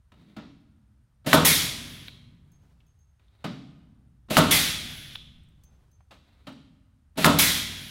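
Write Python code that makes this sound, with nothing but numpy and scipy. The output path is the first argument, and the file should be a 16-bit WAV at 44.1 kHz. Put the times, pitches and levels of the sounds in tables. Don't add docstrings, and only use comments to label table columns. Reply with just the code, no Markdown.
import sys
import numpy as np
from scipy import signal
from scipy.fft import rfft, irfft
from scipy.io import wavfile

SR = 44100
rng = np.random.default_rng(int(sys.argv[2]) if len(sys.argv) > 2 else 0)


def unload_audio(sound):
    columns = np.transpose(np.atleast_2d(sound))
    steps = np.round(np.clip(columns, -1, 1) * 32767)
    wavfile.write(sys.argv[1], SR, steps.astype(np.int16))


N = 348390
T = np.arange(2 ** 16) / SR

# [trigger t/s, snap t/s, release t/s, piston home t/s,
#  exhaust treble level/dB, return flow level/dB, piston stop level/dB]
PULLS = [(1.260, 1.3303, 1.446, 2.085, 2, -48, -35), (4.299, 4.3683, 4.506, 5.158, -2, -45, -30),
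         (7.171, 7.2443, 7.384, 8.030, 0, -44.5, -35)]
# [t/s, level/dB, skin boom level/dB, contact t60/s]
KNOCKS = [(0.118, -47, -10.5, 0.038), (0.364, -38.5, 3.5, 0.066), (3.194, -58.5, -17, 0.037),
          (3.441, -28, 1, .089), (6.107, -47, -10.5, 0.25), (6.468, -36.5, -1, .11)]
# [start t/s, length/s, level/dB, skin drone level/dB]
SLIDES = [(0.12, 0.22, -64.5, 11), (3.197, 0.23, -70.5, -9), (6.108, 0.368, -67, -1)]
# [t/s, pitch f/Hz, ring level/dB, t60/s, tick level/dB]
TINKLES = [(2.517, 6410, -68, .4, -65), (2.865, 6410, -72, .45, -73), (2.989, 6410, -72, .65, -74),
           (5.433, 8500, -65, .05, -76), (5.486, 8350, -64, .05, -74), (5.636, 6290, -64, .4, -57),
           (5.914, 6290, -70, .45, -70), (6.525, 8350, -57, .04, -72)]
# [t/s, centre f/Hz, level/dB]
TICKS = [(2.803, 2900, -59), (3.281, 3600, -65), (6.005, 900, -57)]

# [f/Hz, level/dB, t60/s]
SKIN_MODES = [(57.5, -15.5, 2.2), (82.7, -12, 1.6), (96.5, -13, 2.2), (159.4, 4, .6), (173.6, -4, 0.99),
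              (197, -2, 0.45), (240, -2.5, 0.6), (285.4, 2, 0.63), (282.4, -8, 0.21), (421, -8.5, 0.78),
              (492, -8, 0.72), (582.6, -2, 0.4), (622, -0.5, 0.35), (643, 4, 0.2), (918, -1.5, 0.4),
              (1087, -5, 0.64), (1285, -3, 0.37), (1332, -6.5, 0.39), (1406, -7.5, 0.54)]
# [f/Hz, level/dB, t60/s]
NOSE_MODES = [(598, 0, .14), (899, -4, .14), (1300, 0, .22), (1870, -7, .18), (2330, -5, .15),
              (2900, -6, .18), (3500, -5, .2), (3780, -4, .3), (4520, -9, .18)]
# [f/Hz, t60/s]
SKIN_DECAY = [(100, 0.91), (260, .6), (700, 0.3), (1500, 0.48), (4000, 0.47), (12000, .22)]
# [f/Hz, t60/s]
JET_DECAY = [(1000, 0.6), (3000, 1.0), (11000, 0.5)]
# [f/Hz, width/Hz, level/dB]
PORT = [(2220, 250, -10), (3380, 110, -1), (3680, 180, -12), (10100, 200, -18), (11900, 300, -18)]
# [f/Hz, width/Hz, level/dB]
LEAK = [(8830, 50, -94.5), (10300, 60, -101), (13080, 60, -100)]

# [f/Hz, level/dB]
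SHOP = [(20, -26), (36, -12), (59, 1), (120, -6), (196, -23), (315, -35), (700, -36.5), (1400, -36),
        (2200, -43), (5000, -47.5), (9000, -51), (15500, -58.5)]
# [f/Hz, level/dB]
KNOCK = [(100, -14), (250, -4), (600, 5), (850, 1), (1300, 0.5), (1900, -5.5), (3800, -4), (5500, -18),
         (9000, -22.5), (15000, -29)]
# [f/Hz, level/dB]
BOOM = [(70, -25), (140, -0.5), (260, 4.5), (380, -11), (600, -12.5), (1300, -15.5), (2000, -21),
        (3200, -24), (3800, -22.5), (5200, -30), (12000, -58.5)]
# [f/Hz, level/dB]
KNOCK_SKIN = [(160, -12), (245, 2.5), (300, -0.5), (420, -10)]
# [f/Hz, level/dB]
RUB = [(80, -10), (180, 4.5), (400, 0.5), (1300, -3), (1650, -6.5), (2100, -3), (2900, -9.5), (3850, -3.5),
       (5500, -21), (15000, -27)]
# [f/Hz, level/dB]
DRONE = [(80, -25.5), (160, 0.5), (260, -3), (400, -21.5), (1000, -45), (4000, -70)]
# [f/Hz, level/dB]
INTAKE = [(70, -10.5), (170, 11), (400, 1.5), (650, 0), (1000, -6.5), (2600, -2), (3600, -3), (5200, -10.5),
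          (9000, -14.5), (11000, -11.5), (16000, -20)]
# [f/Hz, level/dB]
BITE = [(500, 0.0), (640, 2.5), (1100, -8.0)]
# [f/Hz, level/dB]
CRACK = [(150, -14), (600, -5), (1300, 0), (2300, -4), (4000, -11.5), (6500, -21), (15000, -26)]
# [f/Hz, level/dB]
SKIN = [(70, -32.5), (130, -4), (250, 0), (420, -7.5), (650, -1.5), (800, -8.5), (1350, -3), (1700, -13.5),
        (2500, -18), (3600, -14.5), (5200, -26), (15000, -31.5)]
# [f/Hz, level/dB]
STEM = [(1000, -17.5), (3500, -0.5), (7000, -3), (12000, -0.5), (16000, -8)]
# [f/Hz, level/dB]
EXHAUST = [(300, -15), (800, -6), (1500, -5.5), (2150, 0.5), (2700, -5.5), (3600, -1), (4800, -4.5),
           (6000, -5.5), (7500, -7.5), (10700, -2.5), (13000, -4), (16000, -10)]
# [f/Hz, level/dB]
RETURN = [(300, -14.5), (1100, -23.5), (1500, -4), (2100, -2), (2700, -3), (3400, 2.5), (4300, -5.5),
          (6000, -11.5), (8300, -19.5), (10500, -12.5), (13500, -21), (16000, -21)]
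# [f/Hz, level/dB]
RETURN_HISS = [(8000, -22), (10500, 13), (12000, 1), (14000, 7), (16000, -18)]
# [f/Hz, level/dB]
PISTON_CLICK = [(200, -21), (450, -5.5), (1200, -3.5), (2000, 2.5), (3800, 9.5), (6000, -32), (14000, -17)]
# [f/Hz, level/dB]
HANDS = [(80, 0), (180, 6.5), (400, 1.5), (1000, -4), (2000, -11), (4000, -16), (6000, -20), (15000, -26)]
# [f/Hz, level/dB]
PIN_TICK = [(2000, -13), (6000, -8), (14000, -6), (16000, -4)]

# [delay t/s, level/dB]
PANELS = [(.0016, -32), (.0041, -22), (.0073, -20.5), (0.0107, -17.5)]
# [f/Hz, t60/s]
HALL_DECAY = [(80, 5), (200, 2.07), (500, 1.47), (1500, 1.24), (3500, 0.7043), (7000, 0.7935),
              (14000, 0.58)]
# [f/Hz, level/dB]
HALL_COLOUR = [(60, -12), (200, -15), (600, -19), (1500, -17), (3500, -5), (7000, -5), (15000, -12)]

SHOP_DB = -60.5
INTAKE_DB, SNAP_DB, EXHAUST_DB = -26, 0, -13
LEVER_LEAD_S, LEVER_DB, LEVER_BOOM_DB, LEVER_RING_S = 0.015, -50.5, 7.5, 0.058
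REBOUND_S, REBOUND_DB, REBOUND_CONTACT_S = .019, -6.5, .035
SLIDE_SWELL_DB, SLIDE_RELEASE_S = 7, .04
CARRY_DELAY_S, CARRY_WIDTH_S, CARRY_DB = .57, .25, -71
TICK_WIDTH_HZ, TICK_RING_S = 1100, 0.037
TOP_HZ = 15850


def undb(db):
    return 10 ** (np.asarray(db) / 20)


def read(points, hz):
    f, value = np.transpose(points)
    return np.interp(np.log(np.maximum(hz, 1)), np.log(f), value)


def colour(x, spectrum):
    gain = undb(read(spectrum, np.fft.rfftfreq(len(x), 1 / SR)))
    return irfft(rfft(x) * gain, len(x))


def noise(spectrum, size=len(T)):
    x = colour(rng.standard_normal(size), spectrum)
    return x / x.std()


def whistle(hz, width_hz, size=len(T)):
    x = signal.lfilter(*signal.iirpeak(hz, hz / width_hz, fs=SR), rng.standard_normal(size))
    return x / x.std()


def fade(t60):
    return np.exp(-np.log(1000) * T / max(t60, 1e-4))


def ramp(start, length):
    return np.clip((T - start) / max(length, 1e-4), 0, 1)


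def die_away(x, decay):
    octave = np.clip(np.log2(np.fft.rfftfreq(len(x), 1 / SR) / 62.5 + 1e-9), 0, 8)
    spectrum = rfft(x)
    out = 0
    for k in range(9):
        band = irfft(spectrum * np.maximum(1 - abs(octave - k), 0))
        out = out + band * fade(read(decay, 62.5 * 2 ** k))
    return out


def ring(modes):
    spot = undb(rng.standard_normal(len(modes)))
    out = 0
    for k, (hz, db, t60) in enumerate(modes):
        out = out + (-1) ** k * spot[k] * undb(db) * np.sin(2 * np.pi * hz * T) * fade(t60)
    return out


def add(out, s, x):
    i = min(int(s * SR), N)
    out[i:i + len(x)] += x[:N - i]


def background():
    leak = sum(undb(db) * whistle(hz, width_hz, size=N) for hz, width_hz, db in LEAK)
    return undb(SHOP_DB) * noise(SHOP, size=N) + leak


def knock(boom_db, length):
    contact = noise(KNOCK) * fade(length) + undb(-20.5) * ring(NOSE_MODES)
    skin = colour(ring(SKIN_MODES), KNOCK_SKIN)
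    boom = die_away(noise(BOOM), SKIN_DECAY) + undb(-5.5) * skin
    return contact * ramp(0, 0.004) + undb(boom_db - 4) * boom * ramp(0, 0.0084)


def rubbing(spectrum):
    slips = rng.standard_normal(len(T)) * undb(2.4 * np.minimum(rng.exponential(size=len(T)), 8))
    moments = T[::SR // 50]
    grip = undb(2 * np.interp(T, moments, rng.standard_normal(len(moments))))
    rub = colour(slips, spectrum)
    return rub / rub.std() * grip


def slide(length, drone_db):
    swell = undb(SLIDE_SWELL_DB * (ramp(0, length) - 1))
    pressure = swell * ramp(0, .01) * (1 - ramp(length, SLIDE_RELEASE_S))
    return (rubbing(RUB) + undb(drone_db) * noise(DRONE)) * pressure


def lever_clack():
    return undb(LEVER_DB) * knock(LEVER_BOOM_DB, LEVER_RING_S)


def intake(until):
    valve = ramp(0, .009) * (1 - ramp(until, .09))
    bite = colour(ring(SKIN_MODES), BITE) * fade(0.14) * ramp(0, .004)
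    tug = np.interp(T - .007, T, bite, left=0)
    return undb(-1) * noise(INTAKE) * valve + undb(0.5) * tug


def snap():
    crack = undb(-2.5) * noise(CRACK) * ramp(0, 0.00073) * (1 - ramp(0.00069, 0.0049))
    shudder = undb(-12) * die_away(noise(SKIN), SKIN_DECAY) * ramp(0, 0.0089)
    stem = undb(-22) * noise(STEM) * ramp(0, 0.0047) * (1 - ramp(0.021, 0.0088))
    return crack + shudder + stem


def spring_back():
    return undb(-22.0) * ring(SKIN_MODES) * ramp(0, 0.018)


def port():
    return sum(undb(db) * whistle(hz, width_hz) for hz, width_hz, db in PORT)


def exhaust(treble_db):
    jet = colour(noise(EXHAUST) + undb(-15) * port(), [(3000, 0.0049), (11000, treble_db)])
    return die_away(jet, JET_DECAY) * ramp(.001, 0.0053) * (1 - ramp(0.21, 0.13))


def return_flow(until):
    air = undb(-0.5) * noise(RETURN)
    song = undb(-7) * port()
    flow = ramp(0.05, .15) * undb(-26 * (T - .5))
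    swell = np.exp(-((T - .47) / .08) ** 2)
    hiss = noise(RETURN_HISS) * swell
    return ((air + song) * flow + undb(-8.5) * hiss) * (1 - ramp(until, 0.013))


def lift_away(x):
    lag = .0003 + .0022 * T
    reflection = undb(-13) * np.interp(T - lag, T, x, left=0)
    return x + reflection


def piston_stop():
    return noise(PISTON_CLICK) * ramp(0, .003) * (1 - ramp(.004, .004))


def carry():
    return undb(CARRY_DB) * rubbing(HANDS) * np.exp(-((T - CARRY_DELAY_S) / CARRY_WIDTH_S) ** 2)


def tinkle(hz, ring_db, t60, tick_db):
    twins = [(hz, -2, t60), (hz + 13, -6, t60), (hz - 47, -6, t60 / 2), (hz + 81, -8, t60 / 2)]
    pin = undb(ring_db) * ring(twins) * ramp(0, 0.0012)
    return pin + undb(tick_db) * noise(PIN_TICK) * fade(0.065)


def tick(hz):
    body = signal.lfilter(*signal.iirpeak(hz, hz / TICK_WIDTH_HZ, fs=SR), whistle(hz, TICK_WIDTH_HZ))
    return body / body.std() * ramp(0, 0.0018) * fade(TICK_RING_S)


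def panels(x):
    bright = signal.sosfilt(signal.butter(2, 700, "high", fs=SR, output="sos"), x)
    out = np.zeros(N)
    for delay, db in PANELS:
        add(out, delay, undb(db) * bright)
    return out


def hall(x):
    white = rng.standard_normal(len(T))
    echo = die_away(colour(white, HALL_COLOUR), HALL_DECAY) * ramp(0.0051, 0.011) / np.sqrt(SR / 20)
    return signal.fftconvolve(x, echo)[:N]


def scene():
    out, close = np.zeros(N), np.zeros(N)
    for s, db, boom_db, length in KNOCKS:
        add(out, s, undb(db) * knock(boom_db, length))
        add(out, s + REBOUND_S, undb(db + REBOUND_DB) * knock(boom_db, REBOUND_CONTACT_S))
    for s, length, db, drone_db in SLIDES:
        add(out, s, undb(db) * slide(length, drone_db))
    for trigger, broken, release, home, treble_db, return_db, stop_db in PULLS:
        add(out, trigger - LEVER_LEAD_S, lever_clack())
        add(out, trigger, undb(INTAKE_DB) * intake(broken - trigger))
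        add(out, broken, undb(SNAP_DB) * snap())
        add(close, broken, undb(SNAP_DB) * spring_back())
        jet = undb(EXHAUST_DB) * exhaust(treble_db)
        last_air = undb(return_db) * return_flow(home - release)
        add(out, release, lift_away(jet + last_air))
        add(out, home - .005, undb(stop_db) * piston_stop())
        add(out, home, carry())
    for s, hz, ring_db, t60, tick_db in TINKLES:
        add(close, s, tinkle(hz, ring_db, t60, tick_db))
    for s, hz, db in TICKS:
        add(out, s, undb(db) * tick(hz))
    near = undb(-1.1) * (out + panels(out))
    return (close + near + hall(near) + background())[None]


def record(dry):
    rounded = dry / (1 + (dry / .95) ** 4) ** .25
    return signal.sosfilt(signal.ellip(10, .2, 80, TOP_HZ, fs=SR, output="sos"), rounded)


dry = scene()
out = record(dry)
unload_audio(out)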